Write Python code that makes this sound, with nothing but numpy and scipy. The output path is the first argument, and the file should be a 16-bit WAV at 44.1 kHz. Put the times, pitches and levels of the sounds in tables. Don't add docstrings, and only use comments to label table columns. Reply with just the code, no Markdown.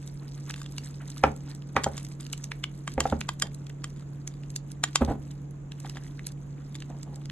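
import sys
import numpy as np
from scipy import signal
from scipy.fft import rfft, irfft, next_fast_len
from scipy.io import wavfile
from scipy.ndimage import map_coordinates

SR = 44100
rng = np.random.default_rng(int(sys.argv[2]) if len(sys.argv) > 2 else 0)


def pcm_store(signal):
    levels = np.round(np.clip(np.atleast_2d(signal), -1, 1) * 32767)
    wavfile.write(sys.argv[1], SR, levels.astype(np.int16).T)


N = 322371
TOP_HZ = 12100

# pitch_hz, level_db, t60_s
WALL_MODES = [(1147, -6, 0.022), (1600, -4.5, 0.024), (1933, -10, 0.033), (2580, -14.5, 0.014),
              (3165, -8, 0.063), (3600, -2.5, 0.013), (4830, -3.5, 0.019), (7030, 2.5, 0.028),
              (8300, -10.5, 0.008), (10300, -2, 0.016)]
# (per Hz, relative)
CREAM_SPECTRUM = [(350, -42), (600, -13), (807, -15), (2630, -10), (3870, -6.5), (5080, -11), (7860, -19),
                  (9780, -24), (11400, -11.5), (13000, -40.5), (16900, -71), (22000, -120)]


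def amp(db):
    return 10 ** (np.asarray(db) / 20)


def unit(x):
    return x / np.sqrt(np.mean(x ** 2) + 1e-20)


def along(points, hz):
    f, v = np.transpose(points)
    return np.interp(np.log(hz + 1), np.log(np.abs(f) + 1), v)


def wobble(rate):
    knots = rng.standard_normal(int(N * rate / SR) + 4)
    return map_coordinates(knots, [np.arange(N) * rate / SR])


def filtered(x, response):
    n = x.shape[-1]
    m = next_fast_len(n + 4096)
    return irfft(rfft(x, m) * response(np.fft.rfftfreq(m, 1 / SR)), m)[..., :n]


def coloured(x, spectrum):
    return unit(filtered(x, lambda hz: amp(along(spectrum, hz))))


def add(track, s, x):
    part = track[max(round(s * SR), 0):][:len(x)]
    part += x[:len(part)]


def voiced(x, centres_hz, levels_db):
    power = np.abs(rfft(x)) ** 2 / len(x)
    hz = np.fft.rfftfreq(len(x), 1 / SR)
    edges_hz = np.sqrt(centres_hz[:-1] * centres_hz[1:])
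    band = np.searchsorted(edges_hz, hz)
    have_db = 10 * np.log10(np.bincount(band, power) / SR + 1e-20)
    gain_points = np.c_[centres_hz, levels_db - have_db]
    return filtered(x, lambda f: amp(along(gain_points, f)))


def blow(modes, crack_db, crack_t60, low_hz, high_hz, touch_db):
    t = np.arange(-SR // 100, SR // 4) / SR
    after = np.maximum(t, 0)
    ring = 0
    for k, (hz, db, t60) in enumerate(modes):
        decay = amp(db + rng.normal(0, 2.3) - 60 * after / t60)
        tone = np.sin(2 * np.pi * hz * rng.normal(1, 0.0072) * after)
        ring = ring + decay * tone * (-1) ** k
    band = signal.butter(2, [low_hz, min(high_hz, SR / 2.2)], "band", fs=SR, output="sos")
    noise = signal.sosfilt(band, rng.standard_normal(len(t)))
    swell = amp(touch_db + 20 * np.minimum(t, 0) / 0.006)
    shape = np.where(t < 0, swell, amp(-60 * after / crack_t60))
    return ring + amp(crack_db) * shape * noise


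def strike(track_hits):
    out = np.zeros(N)
    for s, sound in track_hits:
        add(out, s - .009, sound)
    return out


def strokes(table):
    push = np.zeros(N)
    for s, length, db in table:
        u = np.linspace(0, 1, max(int(length * SR), 2))
        add(push, s, amp(db) * np.sin(np.pi * u ** 0.4))
    return push


def grains(per_second, centre_hz, spread, cycles, scatter_db):
    count = int(per_second * N / SR)
    when, size, a, b = rng.random((count, 4)).T[..., None]
    hz = np.clip(centre_hz * np.exp(spread * (a + b - 1)), 300, SR / 3)
    k = np.arange(SR // 200)
    strength = amp(scatter_db * np.minimum(-np.log(1 - size), 4))
    decay = np.exp(-hz * k / SR / cycles)
    waves = strength * np.sin(2 * np.pi * hz * k / SR) * decay
    places = (when * N).astype(int) + k
    return unit(np.bincount(places.ravel(), waves.ravel(), N)[:N])


def appliance():
    # pitch_hz, level_db (rms)
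    hum_tones = [(37.6, -60), (141.5, -40), (181, -55.5)]
    # (per Hz, relative)
    drone_spectrum = [(15, -9.5), (35, 1), (60, 2.5), (90, -1.5), (150, 2), (230, -1.5), (310, 1),
                      (370, -13), (480, -14), (900, -50.5)]
    # (per Hz, relative)
    air_spectrum = [(210, -26.5), (360, -0.5), (627, -7.5), (1210, -13), (3910, -30.5), (4820, -44.5),
                    (7020, -19), (9190, -52), (11300, -42), (13000, -65), (16900, -98.5), (22000, -120)]
    t = np.arange(N) / SR
    hum = 0
    for hz, db in hum_tones:
        strength = np.sqrt(2) * amp(db + 0.33 * wobble(9.1))
        hum = hum + strength * np.sin(2 * np.pi * hz * t + 0.11 * wobble(9.1))
    drone_noise = rng.standard_normal(N) + 0.37 * rng.standard_normal((2, N))
    air_noise = rng.standard_normal(N) + 2.84 * rng.standard_normal((2, N))
    drone = amp(-47) * coloured(drone_noise, drone_spectrum)
    air = amp(-57.5) * coloured(air_noise, air_spectrum)
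    return hum + drone + air


def kitchen(x):
    # frequency_hz, t60_s
    room_decay = [(100, 0.64), (800, 0.2), (3000, 0.18), (11000, 0.062)]
    hz, t, z = signal.stft(rng.standard_normal((2, SR // 2)), SR, nperseg=256)
    decay = amp(-60 * t / along(room_decay, hz)[:, None])
    common, apart = signal.istft(z * decay, SR, nperseg=256)[1]
    apart = filtered(apart, lambda f: f / np.hypot(f, 450))
    tail = np.array([common + apart, common - apart])
    delayed = np.pad(x, (SR // 250, 0))[None]
    return signal.fftconvolve(delayed, tail / np.linalg.norm(tail[0]), axes=1)[:, :N]


def port_lead(hz):
    # frequency_hz, lead_rad
    lead_points = [(0, 2), (1640, 0), (2330, 1.46), (3700, 0.5), (4820, 3), (5510, 4), (6370, 0), (8010, 7),
                   (9040, 10.5), (10400, 9.5), (10900, 12), (11200, 12), (11700, 14), (12700, 16)]
    return along(lead_points, hz) * np.clip(hz / 1000 - 1, 0, 1)


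def shuffles():
    # start_s, length_s, level_db
    slides = [(1.25, 0.067, -32.5), (1.753, 0.075, -29), (1.932, 0.1, -63), (2.99, 0.078, -38),
              (3.429, 0.061, -40), (5.008, 0.053, -24), (5.075, 0.091, -28), (5.835, 0.041, -50),
              (5.953, .04, -49.5), (6.882, 0.12, -45), (7.059, 0.19, -48.5)]
    # (per Hz, relative)
    slide_spectrum = [(30, -31), (70, 0), (250, 10.5), (420, -0.5), (800, 2.5), (1300, -13.5),
                      (2500, -25.5), (6000, -36)]
    judder = amp(3.5 * wobble(130))
    return strokes(slides) * unit(judder * coloured(rng.standard_normal(N), slide_spectrum))


def knocks():
    # start_s, ring_db (bowl), thud_db (board), softness_db (lost per octave)
    landings = [(1.2364, -11.5, -24.5, 2.5), (1.7639, -18, -40, 0), (1.8629, -19.5, -30.5, 13),
                (2.9782, -23.5, -26, 6.5), (3.0539, -20, -31, 10), (3.124, -23, -22, 7.5),
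                (5.0184, -25, -20, 6.5), (5.0895, -50, -24.5, 11), (5.109, -26.5, -24, 16)]
    # pitch_hz, level_db (relative), t60_s
    board_modes = [(72, -27, 0.22), (221, -13, 0.11), (308, -12, 0.034), (423, -8, 0.045),
                   (545, -4.5, 0.035), (642, -7, 0.035), (765, 6.5, 0.022), (890, 3, 0.022),
                   (1190, -8.5, 0.036), (1345, -2.5, 0.026), (1517, -12.5, .035), (1910, -9.5, 0.027),
                   (2440, -6.5, 0.024), (3210, -27, 0.0424)]
    centres_hz = (70, 250, 650, 1700, 3900)
    boom_db, edge_db = -0.5, -15
    bands_hz = np.array(centres_hz)
    octaves = np.log2(bands_hz[2:] / bands_hz[2])
    hits = []
    for s, ring_db, thud_db, softness_db in landings:
        hit = blow(board_modes, crack_db=12, crack_t60=.02, low_hz=600, high_hz=4400, touch_db=-15)
        chatter = blow(board_modes, crack_db=11, crack_t60=.085, low_hz=200, high_hz=3200, touch_db=-12)
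        add(hit, .0075, amp(-13.5) * chatter)
        hit = filtered(hit, lambda hz: hz ** 2 / np.hypot(hz ** 2, 42 ** 2))
        bowl_db = ring_db - softness_db * octaves + np.array([0, 0, edge_db])
        hits.append((s, voiced(hit, bands_hz, np.r_[thud_db + boom_db, thud_db, bowl_db])))
    return amp(-24) * strike(hits)


def scrapes():
    # start_s, length_s, level_db (relative)
    drags = [(.56, 0.11, -47), (1.755, 0.019, -43), (1.955, 0.081, -45.5), (2.195, 0.054, -45.5),
             (3.005, 0.18, -43), (3.295, 0.052, -44), (3.425, 0.068, -49), (3.96, 0.046, -54.5),
             (4.3, 0.083, -58), (4.425, 0.041, -55), (4.842, 0.06, -46), (4.96, 0.065, -43.5),
             (5.845, 0.032, -54), (5.955, 0.041, -42.5), (6.745, 0.029, -45.5)]
    width_hz = 150
    slips = amp(9.0 * wobble(300)) * rng.standard_normal(N)

    def wall(f):
        return sum(amp(db) * 1j * f * width_hz / (hz * hz - f * f + 1j * f * width_hz)
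                   for hz, db, _ in WALL_MODES)

    ringing = unit(filtered(slips, wall))
    return strokes(drags) * unit(ringing + 0.76 * coloured(slips, CREAM_SPECTRUM))


def taps():
    # start_s, level_db (relative), hardness_db (per octave)
    clicks = [(1.836, -41, 4), (1.8413, -33, 3), (1.978, -44.5, 2), (2.8762, -40, -2.5),
              (3.0037, -29.5, 0.9), (3.289, -35, -2), (3.4211, -28.5, 1.5), (3.8415, -41, 0.6),
              (4.8375, -27, 0.5), (4.9565, -24.5, 1.5)]
    # frequency_hz, level_db
    tap_colour = [(1150, -.5), (2900, -1), (7000, 0), (11500, -7.5)]
    pivot_hz = 4000
    bands_hz, colour_db = np.transpose(tap_colour)
    hits = []
    for s, db, hardness_db in clicks:
        hit = blow(WALL_MODES, crack_db=13, crack_t60=.012, low_hz=750, high_hz=11000, touch_db=-13)
        tilt_db = hardness_db * np.log2(bands_hz / pivot_hz)
        hits.append((s, voiced(hit, bands_hz, db + colour_db + tilt_db)))
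    return amp(-18.5) * strike(hits)


def effort(s):
    # time_s, effort_db
    stirring = [(0.0, -61.5), (0.24, -62), (0.59, -60.5), (0.85, -62), (1.14, -58), (1.73, -64.5),
                (1.89, -57), (2.83, -61), (3.2, -58.5), (3.5, -65), (4.25, -65), (4.85, -65.5),
                (5.01, -56.5), (5.21, -66.5), (5.68, -70.5), (5.86, -57.5), (6.47, -66.5), (7.31, -63)]
    easy_db = -62
    return np.interp(s, *np.transpose(stirring)) - easy_db


def mashes():
    # start_s, length_s, level_db
    presses = [(.21, 0.084, -60), (.37, 0.037, -56), (.465, 0.073, -51.5), (1.0, 0.05, -51),
               (1.08, 0.035, -55), (1.455, 0.12, -57.5), (1.91, 0.12, -56), (5.845, 0.039, -45),
               (5.955, 0.049, -50.5), (6.57, 0.096, -61.5), (6.89, 0.03, -68), (7.075, 0.03, -69)]
    bubbles = grains(per_second=700, centre_hz=1670, spread=1.04, cycles=3.3, scatter_db=2.5)
    return strokes(presses) * bubbles


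def small_pockets(count=200):
    per_second, level_db, scatter_db = 5, -55.5, 4.5
    centre_hz, spread_oct = 6700, 0.47
    when, luck = rng.random((count, 2)).T
    size, pitch = rng.standard_normal((count, 2)).T
    s = when * N / SR
    bursts = luck < per_second * N / SR / count * amp(effort(s))
    pocket_db = level_db + effort(s) + scatter_db * size
    pocket_hz = centre_hz * 2 ** (spread_oct * pitch)
    return np.c_[s, pocket_db, pocket_hz][bursts]


def smacks():
    # start_s, level_db (relative), pitch_hz
    large_pockets = [(.075, -46.5, 7000), (.496, -41, 6770), (.5013, -36, 1710), (.5075, -36, 4700),
                     (.5398, -39.5, 3270), (.6308, -51, 7000), (.6606, -44.5, 3300), (.7214, -48, 9500),
                     (.7813, -33, 4450), (1.101, -43, 7500), (1.1797, -44.5, 6200), (1.3624, -50.5, 7500),
                     (1.5489, -48, 8200), (2.0289, -48, 10600), (2.0486, -44.5, 7040), (2.207, -43, 8040),
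                     (2.2647, -43.5, 4850), (2.3288, -32, 7800), (2.333, -38.5, 2930), (2.377, -45.5, 7600),
                     (2.4403, -36.5, 6780), (2.517, -32, 2240), (2.639, -29, 2920), (3.0988, -40.5, 4170),
                     (3.2072, -39.5, 7000), (3.2117, -32, 2460), (3.3978, -39, 7000), (3.5451, -45, 8500),
                     (3.667, -48, 4470), (3.6983, -47.5, 2180), (4.275, -36, 6660), (4.4342, -55, 2940),
                     (4.5023, -47, 7300), (4.5609, -31, 7300), (4.7162, -43, 8660), (5.0481, -40, 4700),
                     (5.3114, -53.5, 7050), (5.719, -43.5, 3570), (5.8012, -46, 8100), (5.8961, -40, 5000),
                     (5.9695, -41.5, 2000), (6.1928, -43, 2060), (6.2672, -31, 10450),
                     (6.7587, -48.5, 5800), (6.8024, -46.5, 5100), (6.8218, -43.5, 3130),
                     (7.0301, -43.5, 7450), (7.1577, -48.5, 8140), (7.2555, -46.5, 5000),
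                     (7.298, -40.5, 2520)]
    # multiple (of its pitch), level_db (relative), t60_s
    pocket_modes = [(.55, -5.5, 0.0065), (1, 1, 0.0081), (1.9, -7.5, .006)]
    centres_hz = (1150, 2900, 7000, 11500)
    below_db, above_db = 10, 10
    film_db = -5.5
    bands_hz = np.array(centres_hz)
    hits = []
    for s, db, pitch_hz in [*large_pockets, *small_pockets()]:
        cavity = [(min(multiple * pitch_hz, TOP_HZ), level, t60) for multiple, level, t60 in pocket_modes]
        hit = blow(cavity, crack_db=8, crack_t60=0.011, low_hz=1010, high_hz=12000, touch_db=-10.5)
        octaves = np.log2(bands_hz / pitch_hz)
        fall_db = np.maximum(-below_db * octaves, above_db * octaves)
        hits.append((s, voiced(hit, bands_hz, db - fall_db + np.array([0, 0, 0, film_db]))))
    return amp(-21.5) * strike(hits)


def cream():
    t = np.arange(N) / SR
    effort_db = effort(t)
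    clumps_db = 2 * wobble(8) + 3.3 * wobble(22) + 2 * wobble(110)
    folds = grains(per_second=450, centre_hz=2300, spread=.9, cycles=3, scatter_db=4.2)
    films = grains(per_second=1000, centre_hz=7170, spread=0.71, cycles=3.1, scatter_db=5.0)
    smooth = coloured(rng.standard_normal(N), CREAM_SPECTRUM)
    smoothing_db = 0.95 * t
    squelch = amp(-68.5 + 1.28 * effort_db + clumps_db) * folds
    crackle = amp(-60 + 1.25 * effort_db - smoothing_db + clumps_db) * films
    smear = amp(-75.5 + 1.6 * effort_db + 0.89 * clumps_db) * smooth
    return squelch + crackle + smear


def scene():
    # frequency_hz, level_db
    microphone_colour = [(7800, -1.5), (8700, 0), (9600, -28.5), (10800, -5), (12000, -11)]
    # frequency_hz, lead_rad
    wall_lead = [(500, .1), (1100, .45), (2000, 1.1), (4000, 1.45), (5700, 2), (7500, 1.75), (12000, .9)]
    wall_left_db = 0.3
    foot = knocks() + shuffles()
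    wet = smacks() + mashes() + cream()
    spoon = filtered(taps() + scrapes(), lambda hz: amp(along(microphone_colour, hz)))
    sides = np.array([[1], [-1]])
    direct = filtered(foot + wet, lambda hz: np.exp(.5j * sides * port_lead(hz)))
    spoon_pair = filtered(spoon, lambda hz: np.exp(.5j * sides * along(wall_lead, hz)))
    direct += amp(sides * wall_left_db) * spoon_pair
    room = kitchen(amp(-12.5) * foot + amp(-18.0) * spoon + amp(-17) * wet)
    balance_db = [[-.7], [.7]]
    return (direct + room + appliance()) * amp(balance_db)


def record(dry):
    rounded = dry / (1 + np.abs(dry / .85) ** 6) ** (1 / 6)
    return filtered(rounded, lambda hz: 1 / np.sqrt(1 + (hz / TOP_HZ) ** 80))


dry = scene()
out = record(dry)
pcm_store(out)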